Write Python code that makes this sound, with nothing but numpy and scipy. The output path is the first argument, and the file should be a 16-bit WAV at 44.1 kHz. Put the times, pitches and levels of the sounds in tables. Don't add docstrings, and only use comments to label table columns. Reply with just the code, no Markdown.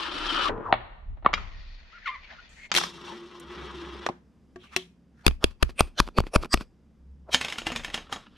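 import sys
import numpy as np
from scipy import signal
from scipy.fft import rfft, irfft
from scipy.io import wavfile
from scipy.ndimage import uniform_filter1d, map_coordinates

SR = 44100
rng = np.random.default_rng(int(sys.argv[2]) if len(sys.argv) > 2 else 0)


def dump(signal):
    limited = np.clip(np.atleast_2d(signal).T, -1, 1)
    pcm = np.round(limited * 32767).astype(np.int16)
    wavfile.write(sys.argv[1], SR, pcm)


N = 369110
TIME = np.arange(N) / SR
SIZE = 32768
AGE = np.arange(SIZE) / SR
MIDDLE_S = AGE.mean()
HZ = np.maximum(np.fft.rfftfreq(SIZE, 1 / SR), 1)
TOP_HZ = 12900
POP_S, SKID_S, WALL_S = 0.722, 2.8, 4.064

# (time [s], share of real time)
SPEED = [(0, 1), (.487, 1), (.503, .33), (1.3, .33), (1.328, .55), (2.72, .56), (2.74, 1), (8.4, 1)]
# (frequency [Hz], width [Hz], relative level [dB])
DECK = [(710, 600, -4), (1155, 280, -6), (1840, 770, -4), (2200, 300, -10), (2600, 240, -7.5),
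        (2990, 460, -7.5), (3350, 310, -4.5), (3880, 560, -6.5), (4200, 660, -9), (5650, 490, -5.5),
        (6710, 130, -7), (8450, 590, -15), (10200, 350, -28)]
# (frequency [Hz], width [Hz], relative level [dB])
CASE = [(193.5, 204, 11), (360, 120, 8.5), (624, 150, -2.5), (1236, 370, 4), (2520, 330, 0),
        (3300, 610, -6.5), (4630, 580, -4.5), (6950, 260, -28), (9820, 1200, -21.5)]
# (frequency [Hz], relative level [dB], t60 [s])
DESK = [(77.7, -12.5, 0.087), (174.2, -14, 0.99), (259, -6.5, 0.15), (357.6, 6.5, 0.17), (682, -3, 0.09),
        (1100, -6.5, 0.1)]
# (frequency [Hz], relative level [dB per Hz])
NEAR_COLOUR = [(88, -44), (150, -16), (239, -12.5), (278, -8), (322, -2.5), (443, -14.5), (597, -8.5),
               (668, -11.5), (1330, 0.5), (2130, -12), (3150, -4), (5510, -18.5), (6280, -29),
               (10200, -38.5), (13000, -59.5)]
# (strongest ring [Hz], hardness [dB per octave], desk boom [dB], chatter [dB], clear ring [dB])
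TAIL = (2350, 2.5, -18.5, -8, -7.5)
DECK_FLAT = (3400.5, -0.5, -34.5, -17, 2)
TRUCK = (3902, 2.5, -21.5, -10, -8)
EDGE = (1899.5, 5, -19, -1.5, -13)
GLANCE = (2400, -0.5, -32, 7, -8.5)
WHEEL = (1598.5, -6, -12, -2.5, -9)
SETTLE = (899.5, -7, -6.5, 5.5, -3.5)
NUDGE = (1700, -4.5, 9.5, 11, -7.5)
GRAB = (2603, 1, -7, -0.5, -4.5)
SEAM = (8100, 13, -16, -1, -18)
ROCK = (1199, -2, -13, 15, -7)
WALL = (1450, -5, -19, -2.5, -8)
THUD = (230, -10, -4, 0, 4)


def undb(db):
    return np.exp(np.asarray(db) * np.log(10) / 20)


def unit(x):
    return x / np.sqrt(np.mean(x ** 2))


def burst(x):
    energy = np.sum(x ** 2, axis=-1).mean()
    return x / np.sqrt(energy / (.02 * SR))


def curve(rows):
    return np.interp(TIME, *np.array(rows).T)


def ramp(start_s, end_s):
    return np.clip((TIME - start_s) / (end_s - start_s), 0, 1)


def hold(start_s, end_s, attack_s, release_s):
    before = np.maximum(start_s - TIME, 0) / max(attack_s, .0005)
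    after = np.maximum(TIME - end_s, 0) / max(release_s, .0005)
    return np.exp(-before - after)


def swells(rows):
    return sum(undb(db) * np.exp(-.5 * ((TIME - s) / half_s) ** 2) for s, half_s, db in rows)


def fade(t60):
    return undb(-60 * AGE / max(t60, .001))


def flicker(rate):
    k = int(SR / rate)
    steps = np.repeat(rng.standard_normal(N // k + 1), k)
    return unit(uniform_filter1d(steps, k)[:N])


def noise(size, width):
    mid, side = rng.standard_normal((2, size))
    return unit(np.array([mid + width * side, mid - width * side]))


def narrow(width_hz, width):
    return low_pass(noise(N, width) + 1j * noise(N, width), width_hz, order=2)


def pan(db):
    return undb(np.array([[db], [-db]]) / 2)


def add(out, s, sound):
    i = int(s * SR)
    out[:, i:i + sound.shape[1]] += sound[:, :N - i]


def low_pass(x, hz, order):
    return signal.sosfilt(signal.butter(order, hz, fs=SR, output="sos"), x)


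def colour(rows):
    rows = np.array(rows)
    return np.interp(np.log(HZ), np.log(rows[:, 0]), rows[:, 1])


def resonances(rows, hz):
    power = sum(undb(db) ** 2 / (1 + ((hz - f * f / hz) / width) ** 2) for f, width, db in rows)
    return 10 * np.log10(power)


def bump(hz, centre_hz, octaves):
    return np.exp(-.5 * (np.log2(hz / centre_hz) / octaves) ** 2)


def shape(x, db):
    cepstrum = irfft(np.log(undb(db)))
    fold = 1 + np.sign(SIZE / 2 - np.arange(SIZE))
    causal = cepstrum * fold - cepstrum[0] * (AGE == 0)
    response = irfft(np.exp(rfft(causal)))
    return signal.fftconvolve(x, response[None], axes=1)[:, :x.shape[1]]


def comb(depth_db, longest_s):
    lags, turns = rng.random((2, 12))
    coarse = HZ[::4]
    cycles = np.outer(coarse, longest_s * (.2 + .8 * lags)) + turns
    ripple = np.cos(2 * np.pi * cycles).sum(axis=1)
    return depth_db * unit(np.interp(HZ, coarse, ripple)) * HZ / (HZ + 1200)


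def bend(x, lag_s, speed):
    delay = lag_s / speed / np.sqrt(1 + HZ / (1500 * speed))
    phase = 2 * np.pi * np.cumsum(delay) * SR / SIZE
    tail = np.minimum(10 * (1 - AGE / AGE[-1]), 1)
    return irfft(rfft(x) * np.exp(-1j * phase)) * tail


def ring(modes, speed, scatter=0.017, uneven_db=0):
    out = np.zeros(SIZE)
    for hz, db, t60 in modes:
        age = AGE[AGE < 2 * t60 / speed]
        detune, strength = rng.standard_normal(2)
        pitch = hz * speed * (1 + scatter * detune)
        decay = np.exp(-np.log(1000) * age * speed / t60)
        out[:len(age)] += decay * undb(db + uneven_db * strength) * np.sin(2 * np.pi * pitch * age)
    return burst(out)


def contact(chatter_db, chatter_t60, room_db, room_t60, width):
    grains = undb(3.6 * np.minimum(rng.exponential(size=SIZE), 4))
    chatter = burst(noise(SIZE, width) * grains * fade(chatter_t60))
    room = burst(noise(SIZE, width) * fade(room_t60) * (1 - fade(room_t60 / 10)))
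    push = burst(1. * (AGE == 0))
    return push + undb(chatter_db) * chatter + undb(room_db) * room


def in_room(x, chatter_db, room_db, room_t60, width):
    answer = contact(chatter_db, .028, room_db, room_t60, width)
    return signal.fftconvolve(x, answer, axes=1)[:, :N] / np.sqrt(SR / 50)


def friction(rows, body_db, lift_db, rough_db, width):
    out = np.zeros((2, N))
    for s, half_s, db, hz in rows:
        grains = noise(SIZE, width) * undb(rough_db * flicker(rate=160)[:SIZE])
        stroke = unit(shape(grains, body_db + lift_db * bump(HZ, hz, octaves=0.34)))
        envelope = np.exp(-.5 * ((AGE - MIDDLE_S) / half_s) ** 2)
        add(out, s - MIDDLE_S, undb(db) * stroke * envelope)
    return out


def rush(db, rise_t60, hold_s, width):
    flutter = undb(2.5 * flicker(rate=350)[:SIZE])
    swell = np.minimum(fade(rise_t60) / undb(-60 * hold_s / rise_t60), 1)[::-1]
    return burst(shape(noise(SIZE, width), db + comb(depth_db=3.5, longest_s=.0025)) * flutter * swell)


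def judder(x):
    band_edges = [700, 1800, 3600]
    below = [0]
    for hz in band_edges:
        below.append(signal.sosfiltfilt(signal.butter(2, hz, fs=SR, output="sos"), x))
    below.append(x)
    return sum((upper - lower) * undb(2.4 * flicker(rate=110)) for lower, upper in zip(below, below[1:]))


def travelling(x, db, depth_db, longest_s):
    turn = 1.19 * flicker(rate=22)
    here, there = (shape(x, db + comb(depth_db, longest_s)) for _ in range(2))
    return unit(here * np.cos(turn) + np.roll(there, shift=400, axis=1) * np.sin(turn))


def wheels(spectrum, grit_db, wobble_db, width):
    # (frequency [Hz], width [Hz], lift [dB])
    peaks = [(340, 240, 5), (1090, 220, 1.5), (2980, 520, 1.5)]
    grit = grit_db * np.minimum(rng.exponential(size=N), 4)
    specks = noise(N, width) * undb(grit + wobble_db * flicker(rate=180))
    lift = sum(lift_db / (1 + (2 * (HZ - hz) / wide) ** 2) for hz, wide, lift_db in peaks)
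    return travelling(judder(specks), colour(spectrum) + lift, depth_db=4.0, longest_s=.008)


def deck(push, ring_hz, hardness_db, speed, lift_db):
    hz = HZ / speed
    hardness = hardness_db * np.log2(np.clip(hz, 500, None) / 2500)
    db = resonances(DECK, hz) + hardness + lift_db * bump(hz, ring_hz, octaves=0.32)
    db = db - 10 * np.log10(1 + np.minimum(hz / TOP_HZ, 1.3) ** 40)
    struck = shape(push, db + comb(depth_db=2.5, longest_s=0.0052 / speed))
    return burst(bend(struck, lag_s=.0012, speed=speed))


def background():
    # (frequency [Hz], relative level [dB per Hz])
    air_colour = [(53, -32), (90, -4.5), (98, -20.5), (113, -9.5), (220, -3.5), (295, -12.5), (506, -21),
                  (636, -26), (3970, -43), (4230, -47), (4790, -41), (10600, -54), (13000, -56.5)]
    # (time [s], half length [s], level [dB])
    camera_moves = [(.3, .22, -45.5), (.92, .25, -47.5), (1.11, 0.026, -34), (1.44, 0.18, -35.5),
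                    (2.3, .3, -55), (7.78, 0.089, -47), (7.85, 0.31, -58)]
    # (time [s], half length [s], level [dB])
    hum_swells = [(3.75, 0.2, -47), (7.2, 0.12, -48)]
    # (time [s], half length [s], level [dB], centre [Hz])
    rubs = [(4.635, 0.025, -56.5, 3050), (4.648, 0.013, -55, 1200), (4.69, 0.056, -61.5, 2520),
            (4.737, 0.0082, -47, 2200), (4.739, 0.013, -48, 1200), (4.8, 0.028, -47, 3300),
            (5.25, 0.049, -61.5, 1496)]
    slowness = 1 - curve(SPEED)
    air = unit(shape(noise(N, width=0.22), colour(air_colour)))
    air = air * undb(-59.5 - 14 * slowness + 1.2 * flicker(rate=2.1))
    rumble_db = 2 * resonances([(30.1, 9, 0.5), (59.96, 29, -6.0)], HZ)
    rumble = unit(shape(noise(N, width=0.3), rumble_db))
    rumble = rumble * (undb(-75.5) + swells(camera_moves))
    hum_db = 2 * resonances([(66.3, 6.7, 2.5), (156, 25, -7)], HZ)
    hum = unit(shape(noise(N, width=0.1), hum_db)) * (undb(-64) + swells(hum_swells))
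    fingers = friction(rubs, resonances(DECK, HZ), lift_db=17, rough_db=2.0, width=.6)
    return air + rumble + hum + fingers


def singing():
    # (time [s], half length [s], level [dB], centre [Hz])
    wheel_songs = [(0.01, 0.017, -36, 1080), (0.302, 0.016, -34.5, 3130), (0.368, 0.012, -35, 3100),
                   (0.394, .028, -31, 1230), (0.465, 0.014, -25, 1180), (3.105, .025, -47, 930)]
    # (time [s], level [dB])
    desk_hum = [(2.86, -51.5), (3.01, -50.5), (3.05, -41), (3.08, -49.5), (3.264, -42), (3.302, -56),
                (3.332, -46), (3.49, -52), (3.516, -43.5), (3.726, -48.5), (3.776, -39.5), (4.04, -50)]
    turns = np.cumsum(1 + 0.015 * flicker(rate=30)) / SR
    grain = narrow(94, width=0.51)
    songs = np.zeros((2, N))
    for s, half_s, db, hz in wheel_songs:
        song = unit(np.real(grain * np.exp(2j * np.pi * hz * turns)))
        songs += song * swells([(s, half_s, db)])
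    phase = 2 * np.pi * np.cumsum(350 * (1 + .025 * flicker(rate=90))) / SR
    hum = unit(np.sin(phase) * undb(2 * flicker(rate=55)))
    hum = hum * undb(curve(desk_hum) - 1.0) * hold(SKID_S, WALL_S, .01, .02)
    return songs * pan(db=7) + hum * pan(db=0.5)


def rolling():
    # (time [s], level [dB])
    finger_pressure = [(2.88, -45), (2.922, -53), (3.054, -45), (3.098, -42), (3.26, -53), (3.428, -47.5),
                       (3.438, -50), (3.57, -42.5), (3.91, -44), (4.04, -44)]
    # (frequency [Hz], relative level [dB per Hz])
    far_colour = [(88, -51), (150, -10.5), (222, -8), (278, -19), (354, -13), (396, -11.5), (656, -20.5),
                  (1070, -9.5), (2510, -22), (3330, -17), (4200, -25.5), (4660, -30.5), (5510, -31),
                  (7150, -42), (12100, -55.5), (13000, -68.5)]
    cruise_db, pushed_db, unloaded_db = -33, -28.5, -40
    near = wheels(NEAR_COLOUR, grit_db=4.0, wobble_db=1, width=0.5)
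    position = np.cumsum(curve(SPEED))
    near = np.array([map_coordinates(channel, [position]) for channel in near])
    near_db = cruise_db + (pushed_db - cruise_db) * ramp(0.17, 0.35)
    near_db = near_db + (unloaded_db - pushed_db) * ramp(0.49, 0.59)
    near = near * undb(near_db) * hold(0, POP_S, .005, .005)
    far = wheels(far_colour, grit_db=4.0, wobble_db=1.15, width=.3)
    treble = signal.sosfiltfilt(signal.butter(2, 4200, "high", fs=SR, output="sos"), far)
    closeness = np.exp(-np.maximum(TIME - SKID_S, 0) / 0.14)
    roll = undb(curve(finger_pressure)) * hold(SKID_S, WALL_S, .004, .004)
    skid = undb(-41.5) * hold(SKID_S, SKID_S, .004, 0.039)
    far = (far + undb(20.0) * closeness * treble) * (roll + skid)
    return near * pan(db=4) + far * pan(db=1.5)


def drag():
    start_s, start_hz, end_hz = .665, 1118, 746
    hz = start_hz + (end_hz - start_hz) * ramp(start_s, POP_S)
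    band = unit(np.real(narrow(170, width=.35) * np.exp(2j * np.pi * np.cumsum(hz) / SR)))
    return undb(-34) * band * hold(start_s, POP_S, 0.019, 0.0045) * pan(db=2.5)


def squeaks():
    # (time [s], length [s], first pitch [Hz], middle pitch [Hz], last pitch [Hz], level [dB])
    squeak_rows = [(1.374, 0.0098, 1448, 1360, 1250, -37.5), (1.929, 0.052, 1270, 1420, 1310, -51.5),
                   (2.059, 0.044, 1480, 1113, 1040, -33.5), (2.06, 0.02, 2180, 2035, 1780, -36),
                   (2.111, .05, 1170, 1188, 1020, -43), (2.146, .016, 2130, 2070, 2000, -50),
                   (2.388, .016, 1388, 1430, 1484, -51), (2.6, .065, 2170, 2134, 2160, -54)]
    partials = [-2, -7.5, -15, -18]
    # (frequency [Hz], width [Hz], level [dB])
    rail_body = [(1250, 1000, -1), (2070, 250, 1.5), (3400, 600, -8)]
    attack_s, release_s = .002, 0.0034
    out = np.zeros((1, N))
    jitter = 1 + .017 * flicker(rate=700)[:SIZE]
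    age = AGE - MIDDLE_S
    for s, length_s, first_hz, middle_hz, last_hz, db in squeak_rows:
        path = np.polyfit([0, .5, 1], [first_hz, middle_hz, last_hz], 2)
        hz = np.polyval(path, np.clip(age / length_s, 0, 1))
        phase = 2 * np.pi * np.cumsum(hz * jitter) / SR
        tone = 0
        for k, partial_db in enumerate(partials, start=1):
            tone = tone + undb(partial_db + resonances(rail_body, k * hz)) * np.sin(k * phase)
        envelope = np.exp(np.minimum(age, 0) / attack_s - np.maximum(age - length_s, 0) / release_s)
        add(out, s - MIDDLE_S, undb(db) * (unit(tone) * envelope)[None])
    out = out * undb(2.2 * flicker(rate=400))
    return in_room(out, chatter_db=-14, room_db=-9.5, room_t60=0.27, width=0.66)


def rail():
    # (frequency [Hz], relative level [dB per Hz])
    grind_colour = [(180, -75.5), (300, -13.5), (656, -5.5), (715, -8), (767, -5.5), (1160, -7), (1340, -6),
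                    (1990, 0), (2500, -3), (4550, -8.5), (6970, -25), (9000, -69), (11700, -100),
                    (19800, -120)]
    # (frequency [Hz], relative level [dB], t60 [s])
    rail_modes = [(1320, -5, .05), (2172, 3, 0.021), (2440, -9, 0.091), (2470, -10, 0.16),
                  (2910, -12, 0.12), (3400, -13, 0.14), (3970, -6, 0.056), (5040, 0.5, 0.043),
                  (5460, -17, .08)]
    # (time [s], half length [s], level [dB], centre [Hz])
    scrapes = [(1.43, .06, -55, 2200), (1.58, 0.011, -55, 1700), (1.6, 0.047, -58, 4490),
               (1.72, 0.055, -58.5, 4400), (2.0, 0.067, -52.5, 1800), (2.082, 0.017, -37.5, 2700),
               (2.14, 0.042, -48.5, 1900), (2.25, 0.028, -51.5, 2400), (2.305, 0.014, -46.5, 1690),
               (2.325, 0.017, -49.5, 750), (2.365, 0.031, -51.5, 1350), (2.60, 0.021, -50, 1960),
               (2.648, 0.015, -48, 2200), (2.704, 0.0096, -58, 700)]
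    start_s, end_s = 1.345, 2.665
    grind_db = colour(grind_colour)
    rough = noise(N, width=0.78) * undb(2 * flicker(rate=280))
    scrape = travelling(rough, grind_db, depth_db=5, longest_s=0.0036)
    slide_db = -56.5 - 2 * (TIME - start_s)
    slide = undb(slide_db + 1.0 * flicker(rate=13)) * hold(start_s, end_s, .002, .012)
    bites = friction(scrapes, grind_db, lift_db=12, rough_db=2.0, width=.7)
    out = scrape * slide + bites + squeaks()
    add(out, 1.3386, undb(-29) * ring(rail_modes, 0.97, scatter=0.0029)[None])
    out = low_pass(out, 7200, order=10)
    hiss = unit(shape(noise(N, width=0.76), 2 * resonances([(6700, 2300, 0)], HZ)))
    return (out + undb(-66) * hiss * hold(2.493, end_s, .002, .012)) * pan(db=2.5)


def tricks():
    # (time [s], level [dB], kind of contact)
    blows = [(.494, -32.5, SETTLE), (.578, -38, WHEEL), (.606, -41.5, WHEEL), (.725, -17, TAIL),
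             (.738, -29, TAIL), (1.171, -57, GLANCE), (1.224, -53.5, GLANCE), (1.247, -32, GLANCE),
             (1.261, -19.5, DECK_FLAT), (1.288, -36, GLANCE), (1.331, -29, GLANCE), (1.338, -24, TRUCK),
             (1.377, -41, GLANCE), (2.716, -24.5, EDGE), (2.812, -33, ROCK), (2.836, -31, ROCK),
             (3.399, -56, SEAM), (4.064, -26, WALL), (4.0883, -32, SETTLE), (4.097, -42, THUD),
             (4.559, -51.5, NUDGE), (4.7634, -25, GRAB)]
    # (time [s], level [dB], strongest ring at full speed [Hz], chatter [dB])
    landing = [(2.7411, -31, 1710, -4.5), (2.75, -25.5, 2105, -1), (2.757, -30.5, 3300, 4),
               (2.763, -21, 3190, 4.5), (2.7736, -21.5, 2900, 3), (2.7801, -28, 1500, 3.5),
               (2.7834, -26.5, 990, 7.5)]
    slaps = [(s, db, (ring_hz, 1.5, -14, chatter_db, -10.5)) for s, db, ring_hz, chatter_db in landing]
    out = np.zeros((2, N))
    speeds = curve(SPEED)
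    for s, db, (ring_hz, hardness_db, boom_db, chatter_db, ring_db) in blows + slaps:
        speed = speeds[int(s * SR)]
        room_db = -15.5 + max(chatter_db, 0)
        push = contact(chatter_db, 0.039 / speed, room_db, 0.28 / speed, width=1.0)
        high_pass = signal.butter(2, ring_hz * speed / 2, "high", fs=SR, output="sos")
        clear = signal.sosfilt(high_pass, ring([(ring_hz, 0, .011)], speed))
        rings = undb(boom_db) * ring(DESK, speed) + undb(ring_db) * clear
        rings = low_pass(rings, .8 * TOP_HZ * speed, order=6)
        add(out, s, undb(db) * (deck(push, ring_hz, hardness_db, speed, lift_db=8.0) + rings))
    return out * pan(db=1.0)


def rattle(centre_hz, lift_db):
    grains = noise(SIZE, width=0.1) * undb(2.3 * flicker(rate=450)[:SIZE])
    body_db = resonances(CASE, HZ) + lift_db * bump(HZ, centre_hz, octaves=0.94)
    body_db = body_db + comb(depth_db=1.0, longest_s=0.0061)
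    return burst(shape(grains, body_db) * np.exp(-abs(AGE - MIDDLE_S) / 0.01))


def bounce(ring_hz, second_hz, hardness_db, boom_db, near, swell_s):
    # (frequency [Hz], relative level [dB], t60 [s])
    truck_modes = [(1820, -5, 0.13), (2300, -1.5, .11), (2850, -2, .1), (3268, -6, .09), (3924, -9, 0.22),
                   (4436, -7, .11), (5017, -13, .1), (6540, -9, 0.15), (7000, -5, 0.14)]
    push = contact(-2 if near else 3, 0.072, -10 if near else -2, 0.26, width=0.0046)
    lead = int(swell_s * SR)
    swell = burst(noise(lead, width=0.014) * fade(0.053)[:lead][::-1])
    push = np.hstack([undb(-6.0) * swell, push[:, :-lead]])
    spot = np.exp(0.206 * rng.standard_normal() - .4)
    boom = undb(boom_db) * ring(DESK, spot) * fade(0.64)
    trucks = undb(-12) * ring(truck_modes, 0.98, scatter=0.0035, uneven_db=5)
    wood = ring([(ring_hz, 0, .026), (second_hz, -1, .026)], 0.98, scatter=.008)
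    wood = burst(signal.fftconvolve(wood, contact(-7, .035, -13, 0.2, width=.01)[0])[:SIZE])
    rings = np.pad(boom + trucks + undb(-4.5) * wood, (lead, 0))[:SIZE]
    return undb(-2.5) * deck(push, ring_hz, hardness_db, 0.93, lift_db=5.0) + rings


def toss():
    # (time [s], level [dB], hardness [dB per octave],
    # desk boom [dB], strongest ring [Hz], second ring [Hz])
    bounces = [(7.345, -17.5, 0, -16.5, 3185, 1820), (7.412, -27, -0.5, -18, 2600, 1550),
               (7.448, -31.5, -0.5, -27, 2600, 3300), (7.484, -36, -0.5, -25, 3620, 2730),
               (7.5, -38, 1.5, -26, 2830, 4000), (7.524, -34, 0.5, -27, 2200, 3100),
               (7.584, -31.5, 0.5, -11.5, 2900, 1440), (7.668, -27, -1, -8, 2880, 900),
               (7.719, -34, -2, -1.5, 2600, 1250), (7.761, -30, 0, -7.5, 2560, 3610),
               (7.836, -46, -0.5, -14, 2250, 3400), (7.8468, -33, 0.5, -24, 2630, 1850),
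               (7.901, -43, -2.5, -20, 2630, 2000), (7.943, -27.5, -1, -13.5, 2920, 3240),
               (8.097, -50, -8, -10, 1600, 1100), (8.126, -30, -1, -15.5, 1250, 3290)]
    coast_s, swell_s = 7.4, .03
    coast_db = -56 - 6 * np.maximum(TIME - coast_s, 0)
    coast = undb(coast_db) * hold(coast_s, TIME[-1], .005, .005)
    out = wheels(NEAR_COLOUR, grit_db=1.5, wobble_db=4.5, width=0.018) * coast
    add(out, 7.294 - MIDDLE_S, undb(-42.5) * rattle(750, lift_db=30))
    rush_db = resonances(DECK, HZ) + 6 * bump(HZ, 4100, octaves=0.94) + 10 * bump(HZ, 3210, octaves=0.054)
    lead_in = rush(rush_db, rise_t60=0.042, hold_s=0.013, width=0.087)
    add(out, bounces[0][0] - SIZE / SR, undb(-27) * lead_in)
    for k, (s, db, hardness_db, boom_db, ring_hz, second_hz) in enumerate(bounces):
        first_end = bounce(ring_hz, second_hz, hardness_db, boom_db, k == 0, swell_s)
        add(out, s - swell_s, undb(db) * first_end)
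        if k > 0:
            other_end = bounce(ring_hz, second_hz, -6, -10.5, False, swell_s)
            add(out, s + .034 - swell_s, undb(db - 10.5) * other_end)
    return out


def rushes():
    # (end time [s], level [dB], pitches as (frequency [Hz], relative level [dB]))
    rush_rows = [(5.265, -43.5, [(800, 1.5), (2400, -9.5), (4400, -15)]), (5.441, -37, [(600, 3), (1150, 0),
                 (3300, -13), (5230, -23)]), (5.628, -47, [(1050, 3), (2600, -9), (4700, -12)]),
                 (5.8069, -23.5, [(2530, 0.5), (1230, -13), (550, -14), (3430, -16.5), (8820, -13.5)]),
                 (6.001, -25, [(3280, -3), (1500, 0), (600, -6), (4140, -9), (5800, -9)]),
                 (6.1849, -27, [(330, 3), (600, -10.5), (2540, -8), (4500, -13)]),
                 (6.203, -38.5, [(500, 1.5), (2600, -4), (4500, -10)]), (6.359, -23, [(560, 1), (1130, -8),
                 (2700, -16), (5400, -16), (9500, -17.5)]), (6.5412, -23.5, [(4790, -1.5), (1250, -4),
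                 (1850, -9), (5430, -8), (8070, -10.5)])]
    out = np.zeros((2, N))
    tilt_db = 2.3 * np.log2(np.clip(HZ, 100, None) / 1500)
    case = undb(-27 + resonances(CASE, HZ) + tilt_db)
    for s, db, pitches in rush_rows:
        peaks = 0
        for hz, peak_db in pitches:
            peaks = peaks + undb(peak_db + 2 * resonances([(hz, (hz + 2500) / 12, 0)], HZ))
        lead_in = rush(20 * np.log10(peaks + case), rise_t60=0.047, hold_s=0.0094, width=0.11)
        add(out, s - SIZE / SR, undb(db) * lead_in)
    return in_room(out, chatter_db=-26.5, room_db=-20, room_t60=.22, width=0.248)


def crack(ring_hz, hardness_db, chatter_db, width):
    push = contact(chatter_db, 0.0097, -21.5, 0.21, width)
    hardness = hardness_db * np.log2(np.clip(HZ, 300, None) / 1500)
    db = resonances(CASE, HZ) + hardness + 5.5 * bump(HZ, ring_hz, octaves=0.31)
    struck = shape(push, db + comb(depth_db=2.5, longest_s=0.0017))
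    return burst(bend(struck, lag_s=0.00079, speed=0.98))


def camera_taps():
    # (time [s], level [dB], hardness [dB per octave], strongest ring [Hz],
    # case thump [dB], rattle level [dB], left minus right [dB])
    taps = [(5.265, -16, 1, 2270, -21.5, -65, 5), (5.2795, -22.5, 1, 2086, -17.5, -70, -4),
            (5.4413, -17.5, 0.5, 3250, -23, -55.5, -1.5), (5.6257, -25, 0.5, 1310, -30.5, -57, 8),
            (5.6284, -21, 0.5, 2060, -19.5, -47.5, 3), (5.8066, -16.5, 0.5, 800, -20, -54.5, 1.5),
            (6.001, -17, 0.5, 900, -19, -49.5, 1.5), (6.1847, -17, -2, 1102, -21, -58, -1),
            (6.203, -25.5, -1.5, 900, -23, -50, 0), (6.3579, -21.5, -2, 1090, -28.5, -45.5, 0.5),
            (6.3602, -18.5, -1.5, 640, -19, -42, 0.5), (6.5397, -23, 1, 2570, -27.5, -46.5, -1.5),
            (6.5423, -21, 0, 500, -21, -44.5, -1.5)]
    # (frequency [Hz], relative level [dB], t60 [s])
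    thump_modes = [(35.9, -2, 0.23), (60.5, 0, 0.16), (114, 3.5, 0.044), (217, 2, 0.032),
                   (430, 3.5, 0.0092)]
    # (time [s], level [dB], strongest ring [Hz])
    rebounds = [(5.310, -43.5, 2800), (5.693, -44, 4400), (6.076, -41.5, 1000), (6.0864, -41.5, 1390),
                (6.238, -45, 1300), (6.2676, -40.5, 2200), (6.4346, -36, 1390), (6.446, -40.5, 2200),
                (6.452, -42, 1400), (6.457, -42.5, 1400), (6.574, -39, 3000), (6.6092, -38.5, 1610)]
    out = np.zeros((2, N))
    for s, db, hardness_db, ring_hz, thump_db, rattle_db, pan_db in taps:
        between_ports = s < 5.7
        rocking_db = -2.5 if between_ports else -8
        thump = ring(thump_modes, 0.94, scatter=.12)
        rocking = np.array([[1], [-1]]) * np.roll(ring(thump_modes, 0.95), shift=int(0.0043 * SR))
        thump = thump + undb(rocking_db) * rocking
        snap = crack(ring_hz, hardness_db, chatter_db=3.0, width=1.1 if between_ports else .11)
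        add(out, s, undb(db) * snap * pan(pan_db) - undb(thump_db) * thump)
        add(out, s + .071 - MIDDLE_S, undb(rattle_db) * rattle(centre_hz=4000, lift_db=3.0))
    for s, db, ring_hz in rebounds:
        add(out, s, undb(db) * crack(ring_hz, hardness_db=-2.5, chatter_db=6.5, width=0.11))
    return out + rushes()


def scene():
    return background() + singing() + rolling() + drag() + rail() + tricks() + toss() + camera_taps()


def record(dry):
    clipped = np.clip(dry, -.87, .87)
    return signal.sosfilt(signal.ellip(8, .2, 70, TOP_HZ, fs=SR, output="sos"), clipped)


dry = scene()
out = record(dry)
dump(out)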